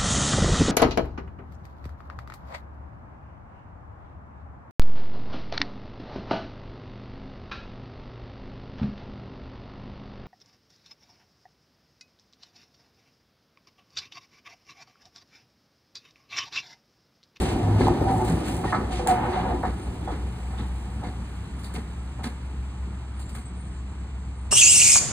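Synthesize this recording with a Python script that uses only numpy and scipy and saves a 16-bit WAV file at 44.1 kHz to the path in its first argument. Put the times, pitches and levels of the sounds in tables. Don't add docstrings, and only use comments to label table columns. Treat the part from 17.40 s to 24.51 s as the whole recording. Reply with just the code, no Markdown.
import sys
import numpy as np
from scipy import signal
from scipy.fft import rfft, irfft, next_fast_len
from scipy.io import wavfile
from scipy.ndimage import uniform_filter1d

SR = 44100
rng = np.random.default_rng(int(sys.argv[2]) if len(sys.argv) > 2 else 0)


def master_out(mix):
    frames = np.transpose(np.atleast_2d(mix))
    ceiling = np.clip(frames, -1, 1)
    pcm = np.round(ceiling * 32767).astype(np.int16)
    wavfile.write(sys.argv[1], SR, pcm)


N = 313551
T = np.arange(N) / SR
SIZE = next_fast_len(N + SR // 2)
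FREQS = np.maximum(np.fft.rfftfreq(SIZE, 1 / SR), 1)

START_M, SPEED_M_S = 4.24, 2.435
NEARNESS = START_M / (START_M + SPEED_M_S * T)
BLUR = np.interp(T, [1.1, 3.02], [0, 1])


def undb(db):
    return 10 ** (np.asarray(db) / 20)


def across(points):
    hz, value = np.transpose(points)
    return np.interp(np.log(FREQS), np.log(hz), value)


def respond(x, response):
    rms = np.sqrt(np.mean(abs(response) ** 2))
    return irfft(rfft(x, SIZE) * response / rms, SIZE)[..., :N]


def colour(x, eq):
    cepstrum = irfft(np.log(undb(across(eq))), SIZE)
    cepstrum[1:SIZE // 2] *= 2
    cepstrum[SIZE // 2 + 1:] = 0
    return respond(x, np.exp(rfft(cepstrum)))


def ring(x, modes):
    response = sum((-1) ** k * undb(db) / (1 + 1j * (FREQS ** 2 - hz ** 2) / (FREQS * width))
                   for k, (hz, width, db) in enumerate(modes))
    return respond(x, response)


def walk(rate):
    hold = max(int(SR / rate), 1)
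    steps = np.repeat(rng.standard_normal(N // hold + 1), hold)
    smooth = uniform_filter1d(uniform_filter1d(steps, hold), hold)[:N]
    return smooth / smooth.std()


def noise():
    return rng.standard_normal((2, N))


def chatter(rate, spread_db):
    force = noise() * undb(spread_db * walk(rate))
    return force / force.std()


def swells(rows, attack, release):
    power = np.zeros(N)
    for s, length, db in rows:
        shape = np.clip((T - s) / attack, 0, 1) * np.exp(-np.maximum(T - s - length, 0) / release)
        power += (shape * undb(db)) ** 2
    return np.sqrt(power)


def blows(times, rises, levels_db, t60):
    power = np.zeros(N)
    for s, rise, db in zip(times, rises, levels_db):
        span = slice(int(s * SR), int((s + 1) * SR))
        age = T[span] - s
        shape = np.clip(age / rise, 0, 1) * undb(-60 * np.maximum(age - rise, 0) / t60)
        power[span] += (shape * undb(db)) ** 2
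    return np.sqrt(power)


def strike(times, rises, levels_db, t60, rattle, spike_db):
    force = rattle * blows(times, rises, levels_db, t60)
    force[:, ((times + rises / 2) * SR).astype(int)] += undb(levels_db + spike_db) * rises.min() / rises
    return force


def tone(hz, db, waver, flutter_db, rate):
    phase = 2 * np.pi * np.cumsum(hz * (1 + waver * walk(rate))) / SR
    return np.sin(phase) * undb(db + flutter_db * walk(rate))


def held_tones(rows, attack, release, waver, flutter_db):
    return sum(swells([(s, length, db)], attack, release) * tone(hz, 0, waver, flutter_db, rate=130)
               for s, length, hz, db in rows)


def sway(x, drift_s=0.000873):
    warped = T + drift_s * walk(9)
    return np.array([np.interp(warped, T, channel) for channel in x])


# t/s, length/s, wheel ring level/dB, rail ring level/dB, rim rasp level/dB
GRINDS = [(0.592, 0.22, -34.5, -56, -71), (1.657, 0.071, -28, -35, -59), (1.742, 0.078, -30.5, -38, -62),
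          (1.812, 0.06, -26.5, -36.5, -57), (1.9, 0.1, -28, -36.5, -50.5), (2.018, 0.098, -26.5, -41, -56)]
def grinding(part):
    column = ("wheel", "rail", "rim").index(part)
    return swells([(s, length, db[column]) for s, length, *db in GRINDS], attack=0.027, release=0.056)


# f/Hz, width/Hz, level/dB
WHEEL_MODES = [(483, 12, -6), (600, 90, -13), (729, 18, 0), (782, 26, -3), (857, 24, -3), (915, 45, -10),
               (983, 18, -8)]
RAIL_MODES = [(1080, 70, -3), (1180, 36, -1), (1252, 26, 1), (1321, 20, 0), (1447, 34, -3), (1560, 50, -7),
              (1690, 50, -5), (1820, 32, -3), (1950, 70, -11), (2086, 36, -7), (2165, 40, -11),
              (2461, 40, -11), (2950, 50, -14)]
# f/Hz, level/dB
ROAR_EQ = [(300, -13.5), (550, -2), (850, 4), (1300, -1), (2000, -7.5), (3000, -11), (6000, -43.5)]
def rolling_steel(straight_s=3.8, straight_db=-21):
    free_db = straight_db * (T > straight_s)
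    wheel = np.hypot(NEARNESS * undb(-35.5 + free_db), grinding("wheel"))
    rail = np.hypot(NEARNESS ** 0.68 * undb(-46), grinding("rail"))
    friction = chatter(300, 0.59) * undb(2 - 9 * BLUR)
    ringing = sway(ring(friction * wheel, WHEEL_MODES) + ring(friction * rail, RAIL_MODES))
    roar = colour(chatter(60, 0.6) * rail * np.sqrt(0.054 + BLUR) * undb(3), ROAR_EQ)
    return ringing + roar


# t/s, length/s, level/dB
LURCHES = [(.2, 0.4, -27.5), (.62, 0.45, -34), (1.86, 0.31, -40)]
# f/Hz, level/dB
CLOSE_EQ = [(25, -41.5), (40, 0.5), (60, -1.5), (82, 4.5), (110, 0), (200, -1), (310, -2), (420, -7.5),
            (620, -11.5), (1200, -20.5), (3000, -53)]
DISTANT_EQ = [(25, -36.5), (42, -4), (60, 4), (85, 0), (118, 2.5), (145, -8.5), (178, -2), (250, -9.5),
              (350, -15), (450, -20), (800, -44), (3000, -73.5)]
# f/Hz, width/Hz, level/dB
PANEL_MODES = [(102, 10, -2), (122, 12, -2), (168, 10, 1), (220, 20, -5), (264, 22, -2), (305, 26, -5),
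               (358, 22, 0)]
def body_rumble():
    body = np.hypot(NEARNESS * undb(-27.5), swells(LURCHES, attack=0.19, release=0.14))
    shake = body * np.sqrt(1 - BLUR)
    close = colour(chatter(60, 2.8) * shake * undb(0.5), CLOSE_EQ)
    panel_drive = np.hypot(shake * undb(-1), grinding("wheel") * undb(-6))
    panels = sway(ring(noise() * panel_drive, PANEL_MODES))
    distant = colour(chatter(18, 1.0) * body * np.sqrt(BLUR) * undb(2), DISTANT_EQ)
    return close + panels + distant


# t/s, length/s, level/dB
SCRAPES = [(-.05, .16, -39), (.37, 0.1, -40.5), (.83, 0.22, -48), (1.03, 0.074, -42.5), (1.23, 0.083, -43),
           (1.5, 0.091, -39.5), (1.68, 0.044, -43), (1.88, 0.12, -48)]
# f/Hz, level/dB
HISS_EQ = [(1200, 1), (2600, 6.5), (3800, 3), (4600, 1.5), (5400, -5), (6200, -2.5), (7200, -8.5),
           (8700, -5.5), (10500, -11), (13000, -46), (15500, -33)]
def wheel_slide(bed_db=-45):
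    level = np.hypot(NEARNESS * undb(bed_db), swells(SCRAPES, attack=0.027, release=0.045))
    return colour(chatter(240, 0.85) * level, HISS_EQ)


# t/s, f/Hz, level/dB
HUM = [(0, 61, -32.5), (1.85, 60, -35), (2.15, 60, -34.5), (2.6, 63.2, -32.5), (3.25, 62.5, -30),
       (3.65, 62.7, -35.5), (5, 65.7, -34), (7.11, 65.6, -34.5)]
def motor(near_flutter_db=2.5, far_flutter_db=1.5):
    s, hz, db = np.transpose(HUM)
    flutter_db = far_flutter_db + (near_flutter_db - far_flutter_db) * NEARNESS
    return tone(np.interp(T, s, hz), np.interp(T, s, db), waver=0.0062, flutter_db=flutter_db, rate=16)


# t/s, length/s, level/dB
SIZZLES = [(-.05, 0.051, -39), (.7, 0.15, -47.5), (.84, 0.051, -42.5), (1.05, 0.071, -41.5)]
# t/s, rise/s, level/dB
SNAPS = [(1.528, 0.0023, -48), (1.671, 0.0022, -30), (4.18, 0.015, -51), (4.225, 0.022, -45),
         (4.335, 0.0057, -43), (4.831, 0.011, -41.5), (5.788, 0.0097, -48), (5.885, 0.0093, -49),
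         (5.944, 0.0082, -43.5)]
# f/Hz, level/dB
SPARK_EQ = [(1500, 6.5), (4000, -1.5), (6000, -4.5), (7500, 2), (9500, 4), (11500, -7), (15500, -9)]
def trolley(bed_db=-57.5, fade_from_s=3.3, fade_db_per_s=4.5, spark_db=22):
    bed = undb(bed_db - fade_db_per_s * np.maximum(T - fade_from_s, 0))
    sizzle = np.hypot(bed, swells(SIZZLES, attack=0.014, release=0.11))
    s, rise, db = np.transpose(SNAPS)
    snaps = chatter(600, 1.0) * blows(s, rise, db, t60=0.24)
    snaps[:, ((s + rise) * SR).astype(int)] += undb(db + spark_db) * np.sqrt(rise.min() / rise)
    return colour(snaps + chatter(900, 2.9) * sizzle, SPARK_EQ)


# f/Hz, level/dB
INSECT_EQ = [(3000, -4), (5500, -6), (6800, 0), (7600, 6), (8400, 5), (9300, -21), (10200, -33),
             (11000, -52), (13000, -41)]
def insects(db=-63):
    return colour(chatter(60, 0.85), INSECT_EQ) * undb(db + 0.28 * walk(6.7))


# t/s, length/s, f/Hz, level/dB
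BOOMS = [(.21, 0.29, 102, -24), (.64, 0.31, 115.6, -32), (.88, 0.086, 164.3, -25.5),
         (2.09, 0.15, 59.7, -28), (.47, 0.043, 353, -22.5), (.67, 0.028, 371, -24.5),
         (.8, 0.04, 364.5, -26.5), (1.58, 0.06, 355, -34.5), (1.86, 0.088, 360, -32),
         (2.11, 0.072, 349, -33.5)]
def body_booms():
    return held_tones(BOOMS, attack=0.026, release=0.018, waver=0.0071, flutter_db=2.0)


def steel_ring(on_wheel, on_rail, contact_hz=(400, 1850)):
    contact = signal.butter(3, contact_hz, "band", fs=SR, output="sos")
    ringing = ring(on_wheel, WHEEL_MODES) + ring(on_rail, RAIL_MODES)
    return signal.sosfilt(contact, ringing + colour(on_rail, ROAR_EQ) * undb(-6))


# t/s, thud level/dB, crunch level/dB, clink level/dB
THUMPS = [(0.4, -32, -50, -37.5), (0.672, -30, -42.5, -62), (0.871, -26, -43, -44), (1.338, -25, -41, -42),
          (1.685, -30, -41, -42), (2.242, -28, -47, -45.5), (2.704, -28.5, -46.5, -50),
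          (3.172, -33, -46, -57), (3.63, -35, -47, -45), (4.338, -30, -43, -47), (4.83, -32, -42, -41),
          (5.942, -44, -54, -46)]
# f/Hz, level/dB
THUD_EQ = [(30, -28), (70, -3.5), (160, -1.5), (230, 7), (360, -7.5), (480, -6.5), (700, -26),
           (2000, -18.5), (5000, -88)]
# f/Hz, width/Hz, level/dB
FITTING_MODES = [(1560, 90, -3), (1720, 80, 0), (2110, 70, 0), (2330, 80, -6), (3380, 70, -9),
                 (3800, 130, -9), (4110, 90, -9), (4490, 130, -6)]
def track_thumps(rise_s=0.013, thud_lag_s=0.008):
    s, thud_db, crunch_db, clink_db = np.transpose(THUMPS)
    rise = np.full(len(s), rise_s)
    jolt = strike(s + thud_lag_s, 2 * rise, thud_db, t60=0.23, rattle=chatter(130, 0.72), spike_db=15)
    grit = chatter(240, 3.2) * blows(s, rise, crunch_db, t60=0.25)
    jiggle = strike(s, rise, clink_db, t60=0.27, rattle=chatter(300, 4.6), spike_db=15)
    steel = steel_ring(grit * undb(-2), grit * undb(-4))
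    return colour(jolt, THUD_EQ) + colour(grit, HISS_EQ) + steel + ring(jiggle, FITTING_MODES)


# t/s, rise/s, wheel ring level/dB, rail ring level/dB
CLANKS = [(.403, 0.0033, -32, -38), (.466, 0.0045, -31, -37), (.508, .006, -36, -38),
          (.67, 0.012, -28, -36), (.799, 0.0039, -24.5, -40), (1.237, 0.0031, -28, -34.5),
          (1.3235, 0.0033, -21.5, -21.5), (1.588, 0.0039, -26.5, -42), (1.657, 0.0047, -25, -38),
          (2.229, 0.0036, -21, -31), (2.663, 0.016, -28, -37.5), (3.12, 0.012, -38.5, -47),
          (3.61, .014, -31.5, -46.5), (4.296, 0.0031, -45, -48.5), (4.785, 0.0046, -37.5, -49),
          (5.947, 0.00395, -53, -47.5)]
def joint_clanks(t60=0.18, spike_db=23.5, rebound_s=0.016, rebound_db=-6, tail_db=-12.5):
    s, rise, wheel_db, rail_db = np.transpose(CLANKS)
    first, second = (chatter(500, 1.8) * undb(-3) for _ in range(2))
    on_wheel, on_rail = (strike(s, rise, db, t60, first, spike_db)
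                         + strike(s + rebound_s, rise, db + rebound_db, t60, second, spike_db)
                         for db in (wheel_db, rail_db))
    jarring = chatter(150, 3.0) * blows(s + rebound_s, rise, rail_db + tail_db, t60=0.58)
    return steel_ring(on_wheel, on_rail + jarring)


# t/s, frame level/dB, axle level/dB
KNOCKS = [(.408, 6, -2), (.456, 3, -16), (.47, -9, 2), (.483, -4, 5), (1.252, -4, -14), (2.722, -8, -24),
          (3.638, -15, -17), (4.344, -14, -24), (4.842, -14, -17), (5.95, -34, -28)]
# f/Hz, width/Hz, level/dB
FRAME_MODES = [(270, 90, 0), (410, 110, -2)]
AXLE_MODES = [(790, 110, 0), (1020, 170, -7)]
def truck_knocks():
    s, frame_db, axle_db = np.transpose(KNOCKS)
    force = np.zeros((2, N))
    force[:, (s * SR).astype(int)] = undb([frame_db, axle_db])
    return ring(force[0], FRAME_MODES) + ring(force[1], AXLE_MODES)


# t/s, length/s, f/Hz, level/dB
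SQUEAKS = [(.41, 0.069, 10450, -57), (.62, 0.11, 10400, -61), (1.25, 0.055, 10440, -57),
           (1.273, 0.021, 1850, -41), (1.668, 0.011, 7300, -41), (2.66, 0.049, 3400, -55)]
def steel_squeaks():
    return held_tones(SQUEAKS, attack=0.0081, release=0.013, waver=0.014, flutter_db=3.5)


# f/Hz, width/Hz, level/dB
RIM_MODES = [(2950, 90, -7), (3400, 80, -1), (3710, 90, 0), (4080, 110, -3), (4490, 90, -4)]
def rim_rasp():
    return sway(ring(chatter(200, 3.0) * grinding("rim"), RIM_MODES))


# t/s, length/s, f/Hz, level/dB
GROANS = [(.66, 0.081, 767, -25.5), (.79, 0.02, 855, -27), (1.49, .06, 727, -38), (1.59, 0.16, 487, -35),
          (1.68, 0.046, 738, -17.5), (1.82, 0.02, 865, -28), (1.955, 0.04, 731, -27.5)]
def flange_groans():
    return held_tones(GROANS, attack=0.014, release=0.021, waver=0.0188, flutter_db=1.5)


# t/s, length/s, start f/Hz, end f/Hz, pre-fader level/dB
WHISTLES = [(2.358, 0.14, 8940, 8700, -58.5), (3.002, 0.19, 7730, 7800, -58.5),
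            (5.753, .1, 9050, 8460, -57), (5.787, 0.063, 7640, 7150, -59), (5.853, .04, 7250, 7700, -56),
            (5.919, 0.034, 8000, 8700, -48), (5.956, 0.097, 8500, 8480, -56), (6.001, .09, 7600, 8300, -58),
            (6.15, 0.14, 8900, 8770, -57), (6.31, 0.12, 8650, 8300, -65), (6.335, .06, 7540, 6850, -62),
            (6.452, 0.077, 8870, 8900, -67), (6.456, 0.075, 7250, 7070, -65), (6.76, .34, 7440, 7450, -75),
            (6.84, .1, 8700, 8900, -72), (6.952, 0.13, 9100, 8600, -63)]
def birds(arch_hz=69.5, waver=0.0117, flutter_db=4.0):
    song = np.zeros(N)
    wobble = 1 + waver * walk(250)
    flutter = undb(flutter_db * walk(89))
    for s, length, start_hz, end_hz, db in WHISTLES:
        span = (T > s) & (T < s + length)
        progress = (T[span] - s) / length
        arch = np.sin(np.pi * progress)
        hz = (start_hz + (end_hz - start_hz) * progress + arch_hz * arch) * wobble[span]
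        song[span] += undb(db) * np.sqrt(arch) * np.sin(2 * np.pi * np.cumsum(hz) / SR)
    return song * flutter


def foliage(x, t60=0.25):
    tail = noise()[:, :SR // 3] * undb(-60 * T[:SR // 3] / t60)
    tail /= np.sqrt(np.sum(tail[0] ** 2))
    return signal.fftconvolve(x[None], tail, axes=1)[:, :N]


# t/s, rise/s, f/Hz, level/dB
TICKS = [(3.177, .007, 3720, -47), (4.035, .02, 4100, -59), (4.228, .018, 4490, -49),
         (5.775, .025, 4450, -56), (5.885, .006, 4600, -59)]
def loose_ticks(t60=0.3, width_hz=260, undertone_ratio=0.8, undertone_db=-5):
    rattle = chatter(400, 3.0)
    ticks = np.zeros((2, N))
    for s, rise, hz, db in TICKS:
        modes = [(hz, width_hz, 0), (hz * undertone_ratio, width_hz, undertone_db)]
        ticks += ring(rattle * blows([s], [rise], [db], t60), modes)
    return ticks


def scene():
    tones = flange_groans() + body_booms() + steel_squeaks()
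    song = birds()
    rolling = body_rumble() + rolling_steel() + wheel_slide() + rim_rasp()
    hits = joint_clanks() + truck_knocks() + track_thumps() + loose_ticks()
    electrics = trolley() + motor()
    field = undb(-5) * song + undb(-2.5) * foliage(song) + insects()
    return tones + rolling + hits + electrics + field


# f/Hz, side against mid level/dB
WIDTH = [(60, -28), (130, -26), (300, -16), (450, -8), (600, -3.5), (750, -9), (1300, -7), (2100, -3),
         (2800, -7), (4500, -6.5), (5600, -11), (8300, -14), (10300, -11), (15000, -11)]
# f/Hz, left minus right level/dB
BALANCE = [(60, 0.56), (200, -0.2), (420, 2), (650, -3), (900, 0), (2200, -1.5), (3500, 0)]
# f/Hz, left lead/rad
PHASE_LEAD = [(200, 0), (520, -.3), (700, .9), (1050, -.5), (1550, .7), (2100, .6), (2500, -3),
              (3000, -3.2), (4100, -5.1), (5500, -3.1), (7900, -.2), (9200, .3), (11700, 3.1), (14500, 6.2)]
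def record(dry, top_hz=15500):
    left, right = rfft(dry, SIZE)
    width = undb(across(WIDTH))
    sign = np.array([[1], [-1]])
    ports = (left + right + sign * width * (left - right)) / np.sqrt(2 + 2 * width ** 2)
    ports *= undb(sign * across(BALANCE) / 2) * np.exp(0.5j * sign * across(PHASE_LEAD))
    high_cut = signal.ellip(10, 0.2, 80, top_hz, fs=SR, output="sos")
    return signal.sosfilt(high_cut, irfft(ports, SIZE)[:, :N])


dry = scene()
out = record(dry)
master_out(out)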